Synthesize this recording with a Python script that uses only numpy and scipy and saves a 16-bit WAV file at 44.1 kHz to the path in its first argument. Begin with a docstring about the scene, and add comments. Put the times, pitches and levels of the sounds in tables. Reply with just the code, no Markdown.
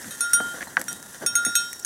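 """A goat in a shelter: a bird chips, a hoof scuffs, then its sheet-metal collar bell rings three times.
Hooves knock and scuff the board floor, hardest near 0.77 s, and bright straw ticks crowd around it.
The bell returns softly, rings four more times from 1.26 s, and is struck again just before the end.
Bell and boards are sums of fading sine waves, the bird is gliding sines, straw and rustle are shaped noise.
The rustle and rumble last throughout; a phone microphone hears it all in mono."""
import sys
import numpy as np
from scipy import signal
from scipy.fft import rfft, irfft
from scipy.io import wavfile
from scipy.ndimage import uniform_filter1d

SR = 44100
rng = np.random.default_rng(int(sys.argv[2]) if len(sys.argv) > 2 else 0)


def transcribe(signal):
    """Save signal, clipped to [-1, 1], as a 16-bit WAV file at the path in sys.argv[1]."""
    frames = np.atleast_2d(signal).T
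    limited = np.clip(frames, -1, 1)
    pcm = np.round(limited * 32767).astype(np.int16)
    wavfile.write(sys.argv[1], SR, pcm)


def makeup_ratio(level_db):
    """Linear amplitude ratio for a level in decibels (20 dB per factor of ten)."""
    decades = np.asarray(level_db, float) / 20
    return 10 ** decades


N = 81585
t = np.arange(N) / SR

# Tone colour of the background noise: pitch_hz, level_db (relative)
RUSTLE_COLOUR = [(15, -60.5), (25, -13), (144, -2), (241, 1.5), (371, -3.5), (449, -5.5), (1220, -6.5),
                 (1820, 8.5), (2260, -14), (2590, -15), (2890, -16.5), (3680, -11), (3990, -15),
                 (4950, -14.5), (5980, -7), (9720, -7.5), (15800, -17.5)]
# Rise and fall of the background: time_s, treble_db, middle_db, bass_db
STIR = [(0, 7, 3, 4.5), (.08, 7.5, 1.5, 2.5), (.15, 7.5, -1.5, 4), (.3, 6, 0, 0.14),
        (.45, 6.5, -0.23, 12.5), (.5, 7.5, 1, 5), (.66, 4.5, -3, 6), (.73, -0.5, -2.5, 2),
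        (.86, 2, -6.5, 4.5), (.93, 7.5, -0.5, 4.5), (1., 1.5, -9, 4), (1.15, 4, -5.5, 0), (1.3, 0, -4.5, 4),
        (1.5, 5, 0, -0.1), (1.7, 5.5, -7, 0.5), (1.85, 0, -8.5, 0)]
# Borders between bass, middle, treble and very top: pitch_hz
SPLIT_HZ = (1100, 2500, 12500)
RUSTLE_DB = -43.5  # before the rise and fall
GRIT_DB, FLICKER_DB = 1.2, 0.23  # typical size of the chance level changes
TOP_SHARE = 0.09  # how much of the treble's rise and fall the very top follows

# Bird chips: start_s, length_s, from_hz, to_hz, level_db
CHIPS = [(0.017, 0.03, 4584, 6190, -43.5), (0.672, 0.0205, 4215, 4030, -45.5),
         (1.176, 0.0153, 7396, 4690, -44), (1.591, 0.016, 4190, 4290, -38.5),
         (1.734, 0.0084, 7080, 5140, -33.5), (1.824, 0.011, 6940, 4840, -36)]

# Straw ticks: start_s, peak_db (before the band-pass)
TICKS = [(0.3152, -25.5), (0.411, -30.5), (0.7964, -24.5), (0.7943, -22), (0.8025, -26.5), (0.815, -13),
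         (0.841, -26.5), (0.9293, -17), (1.0276, -24.5), (1.223, -28.5), (1.7308, -17), (1.7943, -24),
         (1.7983, -23)]
TICK_HZ, TICK_WIDTH_HZ, TICK_S = 8800, 7070, 0.0005
TICK_TAIL_DB, TICK_TAIL_S = -15, 0.003  # tail level is relative to the tick

# Ways the floor boards vibrate: pitch_hz, level_db, t60_s (time to fade by 60 dB)
BOARD = [(119.4, -16.5, 0.0436), (271.65, -12, 0.058), (334.8, -21.5, 0.128), (539.6, -7.5, 0.032),
         (712.2, -4, 0.0223), (813.8, -19.5, 0.081), (1146, -11.5, 0.0228), (1509, -1, 0.0126),
         (1617.7, -2.5, 0.0201), (1885, -15, 0.0447), (3160, -3, 0.00404), (3613, -23, 0.0156),
         (4740, -2.5, 0.0031), (5820, -4, 0.01124)]
# Hoof knocks: start_s, level_db, contact_ms, low_tilt_db_per_octave (positive weakens the lows),
# low_cut_hz, pitch_factor of the plank that is hit
KNOCKS = [(0.0441, -26.5, 0.034, -6.5, 1199, 0.96), (0.4025, -12.5, 0.091, 1, 149, 0.895),
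          (0.6082, -19.5, 0.072, 8, 1390, 1.059), (0.617, -24.5, 0.044, 4, 1300, 1.06),
          (0.6217, -25, 0.04, 8.5, 1500, 0.93), (0.6267, -19, 0.053, 13.5, 1024, 1.18),
          (0.6704, -20.5, 0.1666, -1, 750, 1.114), (0.7688, -2, 0.0533, 11.5, 873, 1.01),
          (0.7755, -13.5, 0.09, -9.5, 1014, 0.939), (0.801, -25, 0.324, -2.5, 117, 0.876),
          (0.8134, -21.5, 0.051, 2.5, 980, 1.143), (1.0267, -32.5, 0.067, -5.5, 996, 1.022),
          (1.221, -31.5, 0.048, -5.5, 199, 1.073), (1.2364, -29, 0.147, -6.5, 177.6, 1.117),
          (1.4638, -28.5, 0.167, -7, 143, 0.883), (1.464, -23, 0.063, 8.5, 1700, 1.21),
          (1.7291, -28.5, 0.027, -1, 1370, 1.163)]
# Hoof scuffs and soft treads: start_s, length_s, level_db, brightness_db_per_octave
SCUFFS = [(0.023, 0.148, -38.5, -15), (.35, 0.074, -68, -15.5), (0.436, 0.028, -55.5, -16.5),
          (0.526, 0.1104, -39.5, 0.5), (0.605, 0.0468, -35, 1.5), (0.759, 0.1078, -34.5, -2),
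          (0.871, 0.147, -44.5, -10), (1.129, 0.0574, -43.5, 4.5), (1.204, 0.0749, -33.5, -1.5),
          (1.467, 0.0576, -39.5, -5), (0.686, 0.06, -46.5, 8)]
BOARD_PEAK_HZ, LOW_CUT_HZ = 1370, 142
KNOCK_RISE_S, RISE_PER_CONTACT = 0.0001, 3

# Pitches of the bell's partials: pitch_hz
BELL_HZ = [1409, 2579, 3151, 3598, 3799, 4143, 5572, 5722, 6524, 7590, 8299, 8387, 9525, 10792, 11290,
           12820, 12895, 13645, 13938, 15180]
# Loudness of each partial: level_db, then the dB gained per unit of each of four strike-spot coordinates
BELL = [(-5.5, -1.2, 3.9, 3.5, -5), (-22.5, 5, 0, -1.5, 4.15), (-26, -11.5, 4.5, -4.5, 8.5),
        (-15.5, 3.5, 0, -1, -0.83), (-19, 6, 2.66, 2, 1.03), (-22, 3.68, 1, 6, 3),
        (-12.5, 19, 13.5, -6.5, 0.7), (-15.5, -14, 0.5, -7, 1.5), (-4, 7.5, -1.5, 5, -0.22),
        (-18.5, 8.5, 3.6, -9, 5), (-19, -12.5, 5.5, 1.4, -0.5), (-11, 12.5, -2, 0.55, 4),
        (2, -1.41, -1.65, 2.38, -7), (-11, 0.1, -13, -6, 1.15), (-16, -3, 4.5, 6, 0.44),
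        (-16.5, 1.5, -4, 4, -3.5), (-19, 1.43, -4.4, 12.5, 7.5), (-21, -7, 1.1, -8.65, -11.5),
        (-20, 3.5, -14.5, 10.5, -3), (-30, 9.5, -1.5, -1.2, -2)]
# Ring time of each partial: t60_s, before the strike's ring-time factor
BELL_T60_S = [0.735, 0.2085, 0.463, 0.226, 0.6365, 0.22, 0.607, 0.145, 0.168, 0.0803, 0.281, 0.199, 0.149,
              0.0786, 0.077, 0.084, 0.087, 0.105, 0.107, 0.132]
# Clapper strikes: start_s, level_db, ring_time_factor
STRIKES = [(0.1076, -31.5, 1.38), (0.2063, -21, 1.108), (0.333, -15.5, 0.876), (0.882, -26.5, 0.955),
           (1.2624, -18, 0.926), (1.3533, -17, 0.944), (1.4494, -21.5, 1.164), (1.553, -13, 1.048),
           (1.8478, -21.5, 0.96)]
# Where each strike lands on the bell: four coordinates (no unit, mostly -1 to 1)
SPOTS = [(-0.347, 0.8, 0.27, 0.9), (-0.197, 1.0, 0.23, -0.408), (-1.305, -0.484, 0.294, -0.399),
         (-0.54, 0.586, -0.996, 0.21), (0.236, -0.346, -0.67, -0.2), (0.26, -0.215, 0.195, 0.042),
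         (0.493, -0.19, -0.05, -0.43), (0.102, -0.151, 0.12, 1.0), (0.4, -0.025, 0.54, 0.064)]
# Level of four long-ringing partials as the bell swings and turns: time_s, then level_db of each
SWING = [(.1, -9, 1, 9, -14), (.21, -8, -21.5, -21.5, -7.5), (.25, -1.76, 1.5, -2.5, -7.5),
         (.33, -2, -4.5, 2, -4), (.39, 1.5, 2, 9.5, -1), (.42, 1, 7.5, -0.5, -7.5), (.52, 4, 12, 12.5, -6),
         (.58, -6.5, -6.5, 16, -5), (.88, 5, -6, 4.52, -3.5), (.95, -11, -10.5, 6.5, -25),
         (1.1, -2.5, -14.5, 10.5, -9), (1.26, -4, 4, -15, 6), (1.275, -2, -3, -3, 3),
         (1.3, -6.5, 3, -6.5, 2), (1.33, -1.88, 0.5, 0.5, -2), (1.39, 5.5, 8.5, -0.5, -6.5),
         (1.45, 2, -2, 3.5, -5), (1.55, 1.06, -1, 10, -1), (1.62, 0.7, -4.5, -6.5, 2.5),
         (1.68, -2, -1.5, 0, -1.5), (1.75, -15, -25, 2, 3.5), (1.85, 0, -12, -9.5, 4)]
# Which partials those are, counted from 0: partial_number
SWUNG = [0, 2, 4, 6]
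CLACK_S, STOP_S, ATTACK_S = 0.002, 0.001, 0.0006
CLACK_DB, CLACK_LOW_DB = -5.5, 13  # against the strike; low band against the high band
WAVER, SHIMMER_DB = 0.0007, 2.1  # typical chance change of pitch (as a share) and of level

ECHO_DB, ECHO_T60_S = -15, 0.08
TOP_HZ = 15900


def curve(rows, col=1):
    """Join one table column by straight lines in time."""
    return np.interp(t, [row[0] for row in rows], [row[col] for row in rows])


def unit(x):
    """Scale to an rms (average strength) of 1."""
    return x / np.sqrt(np.mean(x ** 2))


def band(x, lo_hz, hi_hz, order=2):
    """Keep only the pitches between two limits."""
    limits = [max(lo_hz, 10), min(hi_hz, SR / 2.2)]
    return signal.sosfilt(signal.butter(order, limits, "bandpass", fs=SR, output="sos"), x)


def walk(rate):
    """Smooth chance wandering around 0 with a spread near 1, built from `rate` random steps a second."""
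    k = int(SR / rate)
    steps = np.repeat(rng.standard_normal(N // k + 1), k)
    return 1.3 * uniform_filter1d(uniform_filter1d(steps, k), k)[:N]


def background_rustle():
    """Gritty noise, rustle over field rumble: half-octave bands flicker alone, the very top is steadier."""
    spectrum = rfft(rng.standard_normal(N) * makeup_ratio(GRIT_DB * walk(150)))
    hz = np.maximum(np.fft.rfftfreq(N, 1 / SR), 1)
    colour_hz, colour_db = np.array(RUSTLE_COLOUR).T
    spectrum = spectrum * makeup_ratio(np.interp(np.log(hz), np.log(colour_hz), colour_db))
    treble = curve(STIR, col=1)
    stir = [curve(STIR, col=3), curve(STIR, col=2), treble, TOP_SHARE * treble]  # bass to very top
    out = 0
    for octave in np.arange(4, 14.5, .5):
        # neighbouring bands fade into each other
        share = np.clip(1 - 2 * abs(np.log2(hz) - octave), 0, 1)
        level_db = stir[np.searchsorted(SPLIT_HZ, 2 ** octave)] + FLICKER_DB * walk(16.74)
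        out = out + irfft(spectrum * share, N) * makeup_ratio(level_db)
    return out / np.std(irfft(spectrum, N)) * makeup_ratio(RUSTLE_DB)


def bird():
    """Each chip is a short sine wave that glides in pitch while it swells and fades."""
    out = 0
    for start, length, from_hz, to_hz, db in CHIPS:
        u = np.clip((t - start) / length, 0, 1)
        cycles = length * (from_hz * u + (to_hz - from_hz) * u ** 2 / 2)
        out = out + makeup_ratio(db) * np.sin(np.pi * u) * np.sin(2 * np.pi * cycles)
    return out


def straw():
    """Dry bright ticks: noise that dies at once, with a faint longer tail."""
    envelope = 0
    for start, db in TICKS:
        age = np.clip(t - start, 0, 1)
        fade = np.exp(-age / TICK_S) + makeup_ratio(TICK_TAIL_DB) * np.exp(-age / TICK_TAIL_S)
        envelope = envelope + makeup_ratio(db) * fade * (t >= start)
    noise = np.sign(rng.standard_normal(N))  # random +1 and -1
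    return band(noise * envelope, TICK_HZ - TICK_WIDTH_HZ / 2, TICK_HZ + TICK_WIDTH_HZ / 2)


def board_rings(age, pitch=1):
    """A struck board vibrates in several ways at once, each a fading sine wave."""
    hz, mode_db, t60 = np.array(BOARD).T[:, :, None]
    return makeup_ratio(mode_db - 60 * age / t60) * np.sin(2 * np.pi * pitch * hz * age)


def knocks():
    """A hoof gives the boards a short push; longer contact dulls the sound and slows its rise."""
    age, hz = t[:SR // 4], np.array(BOARD)[:, 0]
    out = np.zeros(N + len(age))
    for start, db, contact_ms, tilt_db, cut_hz, pitch in KNOCKS:
        contact_s = contact_ms / 1000
        low_octaves = np.log2(np.minimum(hz / BOARD_PEAK_HZ, 1))  # 0 at the peak, negative below
        gain = makeup_ratio(db + tilt_db * low_octaves) * np.exp(-.5 * (2 * np.pi * hz * contact_s) ** 2)
        rise = (1 - np.exp(-age / (KNOCK_RISE_S + RISE_PER_CONTACT * contact_s))) ** 2
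        first = int(start * SR)
        out[first:first + len(age)] += band(gain @ board_rings(age, pitch) * rise, cut_hz, 6800, order=4)
    return out[:N]


def scuffs():
    """A sliding or softly treading hoof rubs the boards with grains of uneven strength."""
    grains = rng.standard_normal(N) * makeup_ratio(3.2 * rng.exponential(size=N))
    grit = rfft(signal.fftconvolve(grains, board_rings(t[:SR // 4]).sum(axis=0))[:N])
    hz = np.clip(np.fft.rfftfreq(N, 1 / SR), 200, 2500)  # brightness tilts only in this range
    out = np.zeros(N)
    for start, length, db, tilt_db in SCUFFS:
        u = np.clip((t - start) / length, 0, 1)
        tinted = unit(irfft(grit * makeup_ratio(tilt_db * np.log2(hz / 500)), N))
        out += makeup_ratio(db) * tinted * np.sin(np.pi * u ** 0.669) ** 2
    return out


def hooves():
    """Knocks and scuffs both ring the boards, which pass only a limited range of pitches."""
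    return band(knocks() + scuffs(), LOW_CUT_HZ, 7100, order=3)


def bell():
    """Each clapper strike rings all partials by where it lands and stops the ring before it."""
    out = np.zeros(N)
    swing = {k: makeup_ratio(curve(SWING, col=j + 1)) for j, k in enumerate(SWUNG)}
    cycles = [np.cumsum(hz * (1 + WAVER * walk(39.98))) / SR for hz in BELL_HZ]
    # low partials shimmer less
    shimmer = [makeup_ratio(SHIMMER_DB * min(hz / 4000, 1) * walk(45)) for hz in BELL_HZ]
    clack = band(rng.standard_normal(N), 3000, 14000)
    clack += makeup_ratio(CLACK_LOW_DB) * band(rng.standard_normal(N), 1500, 2050, order=4)
    next_starts = [row[0] for row in STRIKES[1:]] + [t[-1] + 1]
    for (start, db, ring), spot, next_start in zip(STRIKES, SPOTS, next_starts):
        end = next_start + STOP_S
        a, b = int(start * SR) + 1, min(int(end * SR), N)
        age = t[a:b] - start
        gate = np.clip((end - t[a:b]) / STOP_S, 0, 1) * np.clip(age / ATTACK_S, 0, 1)
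        for k, ((mode_db, *gain), t60) in enumerate(zip(BELL, BELL_T60_S)):
            # every other partial starts upside down
            wave = np.sin(2 * np.pi * (cycles[k][a:b] - cycles[k][a]) + np.pi * (k % 2))
            tone = wave * makeup_ratio(db + mode_db + np.dot(gain, spot) - 60 * age / (t60 * ring))
            out[a:b] += tone * gate * shimmer[k][a:b] * (swing[k][a:b] if k in swing else 1)
        out[a:b] += clack[a:b] * makeup_ratio(db + CLACK_DB) * np.exp(-age / CLACK_S)
    return band(out, 1270, 18000, order=6)


def scene():
    """Add the sources, their short fading-noise echo from the shelter, and the background."""
    near = bell() + hooves() + straw() + bird()
    age = t[:SR // 5]
    echo = rng.standard_normal(len(age)) * makeup_ratio(-60 * age / ECHO_T60_S) * (age > .003)
    echo = echo / np.linalg.norm(echo)
    mono = near + makeup_ratio(ECHO_DB) * signal.fftconvolve(near, echo)[:N] + background_rustle()
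    return np.array([mono, mono])


def top_cut(x):
    """Nothing passes above the cut-off."""
    return signal.sosfilt(signal.butter(12, 16260, fs=SR, output="sos"), x)


def record(dry):
    """The phone cuts the highest pitches with a steep low-pass filter."""
    low_pass = signal.ellip(8, .2, 45, TOP_HZ, fs=SR, output="sos")
    mix = signal.sosfilt(low_pass, dry)
    return top_cut(mix)


dry = scene()
out = record(dry)
transcribe(out)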